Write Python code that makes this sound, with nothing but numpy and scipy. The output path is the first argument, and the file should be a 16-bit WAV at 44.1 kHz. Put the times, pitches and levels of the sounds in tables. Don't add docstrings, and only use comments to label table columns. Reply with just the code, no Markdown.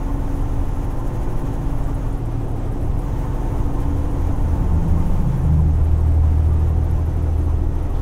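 import sys
import numpy as np
from scipy import signal
from scipy.fft import rfft, irfft
from scipy.io import wavfile
from scipy.ndimage import uniform_filter1d, map_coordinates

SR = 44100
rng = np.random.default_rng(int(sys.argv[2]) if len(sys.argv) > 2 else 0)


def voltage_ratio(level):
    return 10 ** (np.asarray(level, float) / 20)


def dump(signal):
    limited = np.clip(np.atleast_2d(signal).T, -1, 1)
    pcm = np.round(limited * 32767).astype(np.int16)
    wavfile.write(sys.argv[1], SR, pcm)


N = 353241
T = np.arange(N) / SR
PADDED = N + 39
HZ = np.maximum(np.fft.rfftfreq(PADDED, 1 / SR), 1)

# (time [s], rate [Hz])
CYCLE = [(0, 12.68), (1.9, 12.65), (2.9, 12.85), (5.4, 12.82), (6, 12.99), (7, 13.13), (8.1, 13.28)]
# (frequency [Hz], density [dB per Hz])
ROAD_COLOUR = [(5.9, -28), (10, -17), (38, -11), (108, -10.5), (138, -8), (226, -13.5), (289, -12),
               (382, -18), (645, -20.5), (879, -24), (1630, -46), (4510, -59.5), (6150, -51.5),
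               (11800, -58.5), (16000, -61.5)]


def curve(table):
    s, value = np.transpose(table)
    return np.interp(T, s, value)


def shape(x, gain):
    return irfft(rfft(x, PADDED) * gain, PADDED)[:N]


def colour(table):
    hz, db = np.transpose(table)
    return voltage_ratio(np.interp(np.log(HZ), np.log(hz), db))


def peak(hz, width):
    return 1 / np.sqrt(1 + (2 * (HZ - hz) / width) ** 2)


def unit(x):
    return x / np.sqrt(np.mean(x ** 2))


def walk(rate):
    k = int(SR / rate)
    held = np.repeat(rng.standard_normal(600), k)[:N]
    return 1.45 * uniform_filter1d(uniform_filter1d(held, k), k)


def sine(turns, db):
    return np.sqrt(2) * voltage_ratio(db) * np.sin(2 * np.pi * turns)


def tone(turns, db, wander_db):
    return sine(turns + rng.random(), db + wander_db * walk(3.53))


def panels(share):
    # (frequency [Hz], width [Hz], level [dB])
    rings = [(348, 26, 7.5), (508, 16, 2), (752, 15, 8), (780, 36, 1.5), (1857, 25, 6), (2112, 14, -3),
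             (3090, 20, 4.5)]
    return 1 + share * sum((voltage_ratio(db) - 1) * peak(hz, w) ** 2 for hz, w, db in rings)


def air(bands, flicker_db):
    out = 0
    for hz, width, db in bands:
        hiss = unit(shape(rng.standard_normal(N), peak(hz, width) ** 2))
        out = out + voltage_ratio(db + flicker_db * walk(25)) * hiss
    return out


def engine_orders(turns, brake):
    # (multiple of the cycle, braking level [dB rms], coasting level [dB rms], wander [dB])
    orders = [(1, -34, -38, 3), (2, -31, -29, 2.5), (4, -35, -34, 1.8), (7, -41, -35, 3),
              (8, -41, -44, 2.5), (9, -38, -30, 1), (10, -34, -42, 1.2), (18, -44, -53, 1.2),
              (20, -52, -54, 2), (21, -56, -50, 2), (26, -50, -49, 2), (27, -47, -51, 2.5),
              (30, -56, -50, 2), (32, -52, -58, 2), (36, -55, -53, 2), (38, -51, -54, 2), (57, -53, -55, 3),
              (64, -56, -60, 3), (66, -55, -59, 3), (72, -57, -62, 2), (69, -60, -55, 2),
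              (83, -53, -68, 1.5), (93, -63, -72, 2), (126, -75, -70, 2), (144, -76, -72, 2)]
    # (multiple of the cycle, level [dB rms])
    valves = [(40, -55), (75, -58), (76, -59), (77, -59), (81, -62), (84, -60), (85, -63), (86, -63),
              (91, -64), (108, -66), (114, -67), (123, -68), (136, -69), (138, -70), (144, -69), (146, -70),
              (157, -71), (165, -72)]
    shifted = turns + 0.0208 * brake
    hum = sum(tone(k * shifted, off_db + (on_db - off_db) * brake, w) for k, on_db, off_db, w in orders)
    return hum + brake * sum(tone(k * turns, db, 2.5) for k, db in valves)


def driveline(turns, brake):
    # (multiple of the cycle, braking level [dB rms], coasting level [dB rms], wander [dB])
    shafts = [(1.21, -28, -30, 3.5), (2.824, -24.5, -29, 1.2), (8.473, -34.5, -39, 1.2),
              (33.38, -53, -52, 2), (62.12, -56, -62, 2), (97.75, -66, -63, 2)]
    out = sum(tone(k * turns, off_db + (on_db - off_db) * brake, w) for k, on_db, off_db, w in shafts)
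    brake_db, coast_db, fade_db_per_s = -33, -39.5, -0.19
    mesh_db = coast_db + (brake_db - coast_db) * brake + fade_db_per_s * T
    dip_s, dip_span_s, dip_db = 5.2, .35, -4.5
    mesh_db = mesh_db + dip_db * np.exp(-((T - dip_s) / dip_span_s) ** 2)
    wheel_turns = .353 * turns
    mesh_db = mesh_db + (4.5 - 2.5 * brake) * np.cos(2 * np.pi * (wheel_turns + .4))
    twist = .45 * uniform_filter1d(brake, SR // 5)
    return out + tone(22 * turns + twist, mesh_db, 1.3)


def cab_boom(turns):
    # (time [s], level [dB rms])
    firing = [(0, -33.5), (.65, -28.5), (1.2, -49), (2.2, -48), (2.6, -33), (3.2, -39), (4, -25), (5, -26),
              (5.35, -29), (5.5, -16.5), (5.9, -17), (6.2, -14.5), (6.6, -16.5), (7.15, -21.5), (7.35, -18),
              (7.6, -20.5), (7.8, -26), (8.1, -30)]
    # (time [s], level [dB rms])
    overtone = [(0, -47), (1.1, -40.5), (1.8, -35), (2.3, -36), (3.3, -36), (4.5, -37), (5.6, -34),
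                (6.25, -36), (6.45, -31), (7.25, -34), (7.5, -40), (8.1, -43)]
    return sine(6 * turns, curve(firing)) + tone(12 * turns, curve(overtone), 1)


def panel_tones(turns, brake):
    ring_hz, ring_width_hz, ring_db = 885, 9, -46.5
    out = 0
    for k in range(67, 72):
        off_tune = 2 * (k * curve(CYCLE) - ring_hz) / ring_width_hz
        out = out + tone(k * turns, ring_db - 9 * (1 - brake), 1.5) / np.hypot(1, off_tune)
    buzz_s, buzz_span_s, buzz_db = 4.1, .45, -53
    return out + sine(79 * turns, buzz_db - 10 * ((T - buzz_s) / buzz_span_s) ** 2)


def clatter(turns, brake):
    # (frequency [Hz], level [dB])
    blow_colour = [(150, -4.5), (330, -10), (500, -3.5), (650, -9), (900, -7.5), (1100, -15), (1500, -18),
                   (2200, -31), (3500, -32.5), (5000, -75)]
    on_db, off_db = -39.5, -47
    drift, change = .9, 1.1
    patterns = rng.standard_normal((40, 2048))
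    steady = rng.standard_normal(2048)
    blows = map_coordinates(steady + change * patterns, [drift * T, turns % 1 * 2047], order=1)
    heard = unit(shape(blows, colour(blow_colour) * panels(0.52)))
    return voltage_ratio(off_db + (on_db - off_db) * brake) * heard


def brake_air(brake):
    # (frequency [Hz], width [Hz], level [dB rms])
    blowdown = [(5770, 500, -76), (6260, 600, -69), (6660, 120, -70), (6900, 330, -72), (14900, 1100, -67)]
    return brake * air(blowdown, 1.7)


def vents():
    # (frequency [Hz], width [Hz], level [dB rms])
    leaks = [(8400, 410, -79), (11900, 900, -80)]
    return air(leaks, 3.1)


def turbo(brake):
    idle_hz, kick_hz = 7800, 300
    up_s, down_s = 1.15, .4
    full = 807.5 * curve(CYCLE) - kick_hz
    hz, step = [full[0]], 441
    for on, full_hz in zip(brake[::step] > .5, full[::step]):
        target, lag_s = (full_hz, up_s) if on else (idle_hz, down_s)
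        hz.append(hz[-1] + (target - hz[-1]) * step / SR / lag_s)
    hz = np.interp(T, np.arange(len(hz)) * step / SR, hz)
    boost = (hz - idle_hz) / (full - idle_hz)
    db = -67.8 - 6.5 * (1 - brake) + 6 * np.log10(boost) - 12 * np.clip(1 - 6 * boost, 0, 1)
    duct_hz, duct_width_hz, duct_db = 8330, 500, 7
    db = db + duct_db * (1 - brake) / (1 + (2 * (hz - duct_hz) / duct_width_hz) ** 2)
    hz = hz + kick_hz * brake
    skirt = unit(shape(rng.standard_normal(N), peak(0, 250)))
    flutter = voltage_ratio(2.8 * walk(30) + 1.1 * walk(7) - 1)
    return (flutter + .8 * skirt) * sine(np.cumsum(hz + 8 * walk(60)) / SR, db)


def road(turns, brake):
    noise = rfft(rng.standard_normal(PADDED)) * colour(ROAD_COLOUR) * panels(.6)
    low, mid, high, top = (1 / (1 + (HZ / hz) ** 6) for hz in (80, 1300, 5000, 8500))

    def band(gain):
        return unit(irfft(noise * gain)[:N])

    throb_db = (0.34 + walk(2.93)) * np.cos(2 * np.pi * (turns + 0.38)) + 1.1 * walk(25) + 0.4 * walk(7.4)
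    alongside_s, span_s = 4.75, 1.4
    near = 1 / (1 + ((T - alongside_s) / span_s) ** 4)
    rumble_db = -28.5 + 3 * near + 1.3 * walk(3.99)
    roar_db = -33 + 2 * near + 0.73 * walk(3) - 1.5 * brake
    hiss_db = -57 + 0.5 * near + 3.5 * brake
    wind_db = hiss_db + 7 - 2.3 * brake + 0.3 * throb_db + 0.55 * walk(20)
    out = voltage_ratio(rumble_db) * band(low)
    out = out + voltage_ratio(roar_db) * band(mid - low)
    out = out + voltage_ratio(wind_db) * band(high - mid)
    out = out + voltage_ratio(hiss_db - 13.5 + .5 * throb_db) * band(top - high)
    return out + voltage_ratio(hiss_db - 6.5 + throb_db) * band(1 - top)


def crackle(brake):
    rate, level_db, decay_s = 55, -57, 0.0045
    size_db = np.minimum(3 * rng.exponential(size=N), 9)
    hits = (rng.random(N) < rate / SR) * voltage_ratio(size_db)
    tail = signal.lfilter([1], [1, -np.exp(-1 / (decay_s * SR))], hits)
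    snaps = shape(tail * rng.standard_normal(N), peak(10800, 4000) ** 2)
    return voltage_ratio(level_db - 1.7 * brake) * snaps


def chirps():
    rate, half_length_s, over_road_db = 200, .012, -13.5
    out, t = np.zeros(N + SR), T[:1600]
    hz, db = np.transpose(ROAD_COLOUR)
    envelope = np.exp(-((t - .018) / half_length_s) ** 2)
    for at, pitch, size in rng.random((int(rate * N / SR), 3)):
        f = 1000 + 14500 * pitch ** 1.2
        road_db = np.interp(np.log(f), np.log(hz), db)
        level = voltage_ratio(road_db + over_road_db + 6 * size - 3 + 4 * (f < 3500))
        out[int(at * N):][:len(t)] += level * envelope * np.sin(2 * np.pi * f * t)
    return out[:N]


def shakes(turns):
    angle, size, pitch = rng.standard_normal((int(turns[-1]), 3)).T
    s = np.interp(np.arange(len(angle)) + .5 + .13 * angle, turns, T)
    return list(zip(s + .002, -44.5 + 3 * size, 11300 * (1 + .06 * np.clip(pitch, -2, 2))))


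def trim_ticks(turns):
    # (time [s], peak level [dB], centre [Hz])
    plain = [(0.3556, -40, 10600), (0.9702, -41, 10200), (1.0665, -42, 10400), (1.8347, -37, 7660),
             (2.0807, -41, 11700), (2.1246, -38, 9080), (2.2034, -47, 8130), (2.2533, -38, 8310),
             (2.3755, -45, 8380), (2.4803, -47, 8750), (2.596, -49, 8480), (2.828, -41, 9080),
             (2.8754, -48, 11600), (2.9896, -37, 9660), (3.2026, -50, 8750), (3.4376, -46, 9910),
             (3.9534, -45, 8590), (4.1091, -42, 10400), (4.356, -41, 9670), (4.4204, -43.5, 9570),
             (4.8249, -42, 7610), (4.8798, -38, 9550), (5.435, -39, 8100), (5.6032, -42, 8140),
             (5.682, -46, 11500), (5.9434, -46, 7930), (6.0342, -46, 7760), (6.3425, -49, 10900),
             (6.4976, -43, 9660), (6.6054, -47, 7740), (6.6653, -48, 7820), (6.7101, -44, 7040),
             (6.7685, -46, 8810), (6.8339, -43, 10500), (7.0948, -46, 8190), (7.3472, -46, 11500),
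             (7.4131, -47, 8260), (7.636, -48, 12200)]
    ticks = list(plain) + shakes(turns)
    out, t = np.zeros(N + SR), T[:3000]
    bright = signal.butter(2, 4500, "high", fs=SR, output="sos")
    fade = (1 - np.exp(-t / .006)) * np.exp(-t / .011)
    for (s, db, hz), noise in zip(ticks, rng.standard_normal((len(ticks), 3000))):
        ring = signal.filtfilt(*signal.iirpeak(hz, 2.2, SR), noise)
        out[int((s - .002) * SR):][:3000] += voltage_ratio(db) * signal.sosfilt(bright, ring) * fade
    return out[:N]


def driveline_thump():
    # (time [s], peak level [dB], frequency [Hz], t60 [s])
    thumps = [
        (2.172, -28, 107, .3),
    ]
    out, t = np.zeros(N + SR), T[:SR // 2]
    for s, db, hz, t60 in thumps:
        swell = (1 - np.exp(-t / .02)) * voltage_ratio(-60 * t / t60)
        out[int(s * SR):][:len(t)] += voltage_ratio(db) * np.sin(2 * np.pi * hz * t) * swell
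    return out[:N]


def other_truck(own_turns):
    # (time [s], rate [Hz])
    other_cycle = [(3, 13.25), (3.9, 13.32), (4.5, 13.55), (5, 13.6), (5.5, 13.02), (6.2, 12.95)]
    # (loudest time [s], level [dB rms], rise from 10 dB below [s], fall to 10 dB below [s])
    swells = [(4.95, -23, 1.23, 0.23), (5.26, -19, 0.02, 0.32), (5.25, -36, 0.9, 0.5),
              (4.92, -23, 0.28, 0.2), (5.55, -22, 0.2, 0.16), (5.18, -31, .4, .5), (5.13, -32.5, 0.8, 0.85),
              (5.2, -36, -0.2, 0.2), (4.6, -34, 0, 0.6), (5.3, -25, 0.15, 0.23)]
    swell_orders = (6, 9.85, 10, 12, 12, 13, 14, 15, 8.3, 11.85)
    in_step_s = 4.73
    turns = np.cumsum(curve(other_cycle)) / SR
    turns = turns + np.interp(in_step_s, T, own_turns - turns)
    out = 0
    for i, (k, (s, db, rise, fall)) in enumerate(zip(swell_orders, swells)):
        level_db = db - 10 * ((T - s) / np.where(T < s, rise, fall)) ** 2
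        out = out + (sine(k * turns, level_db) if i == 0 else tone(k * turns, level_db, .5))
    return out


def door_seal():
    # (frequency [Hz], width [Hz], level [dB rms])
    whistles = [(6150, 220, -72), (10530, 100, -78)]
    # (time [s], share open [0-1])
    opening = [
        (0, 0),
        (6.2, 0.1),
        (6.9, 1),
        (8.1, 0.9),
    ]
    return curve(opening) * air(whistles, 2.5)


def seat_creak():
    # (time [s], peak level [dB], centre [Hz])
    creaks = [
        (7.94, -44, 3500),
        (7.93, -29, 2650),
    ]
    creak_decay = (.1, .007)
    creak_q = (3, 16)
    out, t = np.zeros(N + SR), T[:SR // 2]
    for (s, db, hz), tail_s, q in zip(creaks, creak_decay, creak_q):
        swell = (1 - np.exp(-t / 0.004)) * np.exp(-t / tail_s)
        ring = signal.lfilter(*signal.iirpeak(hz, q, SR), rng.standard_normal(len(t)))
        out[int(s * SR):][:len(t)] += voltage_ratio(db) * swell * ring
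    return out[:N]


def scene():
    # (time [s], engaged [0-1])
    braking = [
        (0, 0.92),
        (2.08, 0.86),
        (2.18, 0),
        (2.97, 0.16),
        (3.07, 0.96),
        (5.46, 0.84),
        (5.56, 0.06),
        (8.1, 0),
    ]
    turns = np.cumsum(curve(CYCLE)) / SR
    brake = np.clip(curve(braking), 0, 1)
    engine = engine_orders(turns, brake) + cab_boom(turns) + clatter(turns, brake)
    running_gear = driveline(turns, brake) + driveline_thump()
    airs = brake_air(brake) + vents() + turbo(brake) + door_seal()
    trim = panel_tones(turns, brake) + crackle(brake) + chirps() + trim_ticks(turns) + seat_creak()
    return (engine + running_gear + airs + road(turns, brake) + trim + other_truck(turns))[None]


def band_limit(x):
    return signal.sosfilt(signal.butter(12, 16660, fs=SR, output="sos"), x)


def record(dry):
    softened = np.tanh(.3 * dry[0]) / .3
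    mix = shape(softened, HZ < 15720)[None]
    return band_limit(mix)


dry = scene()
out = record(dry)
dump(out)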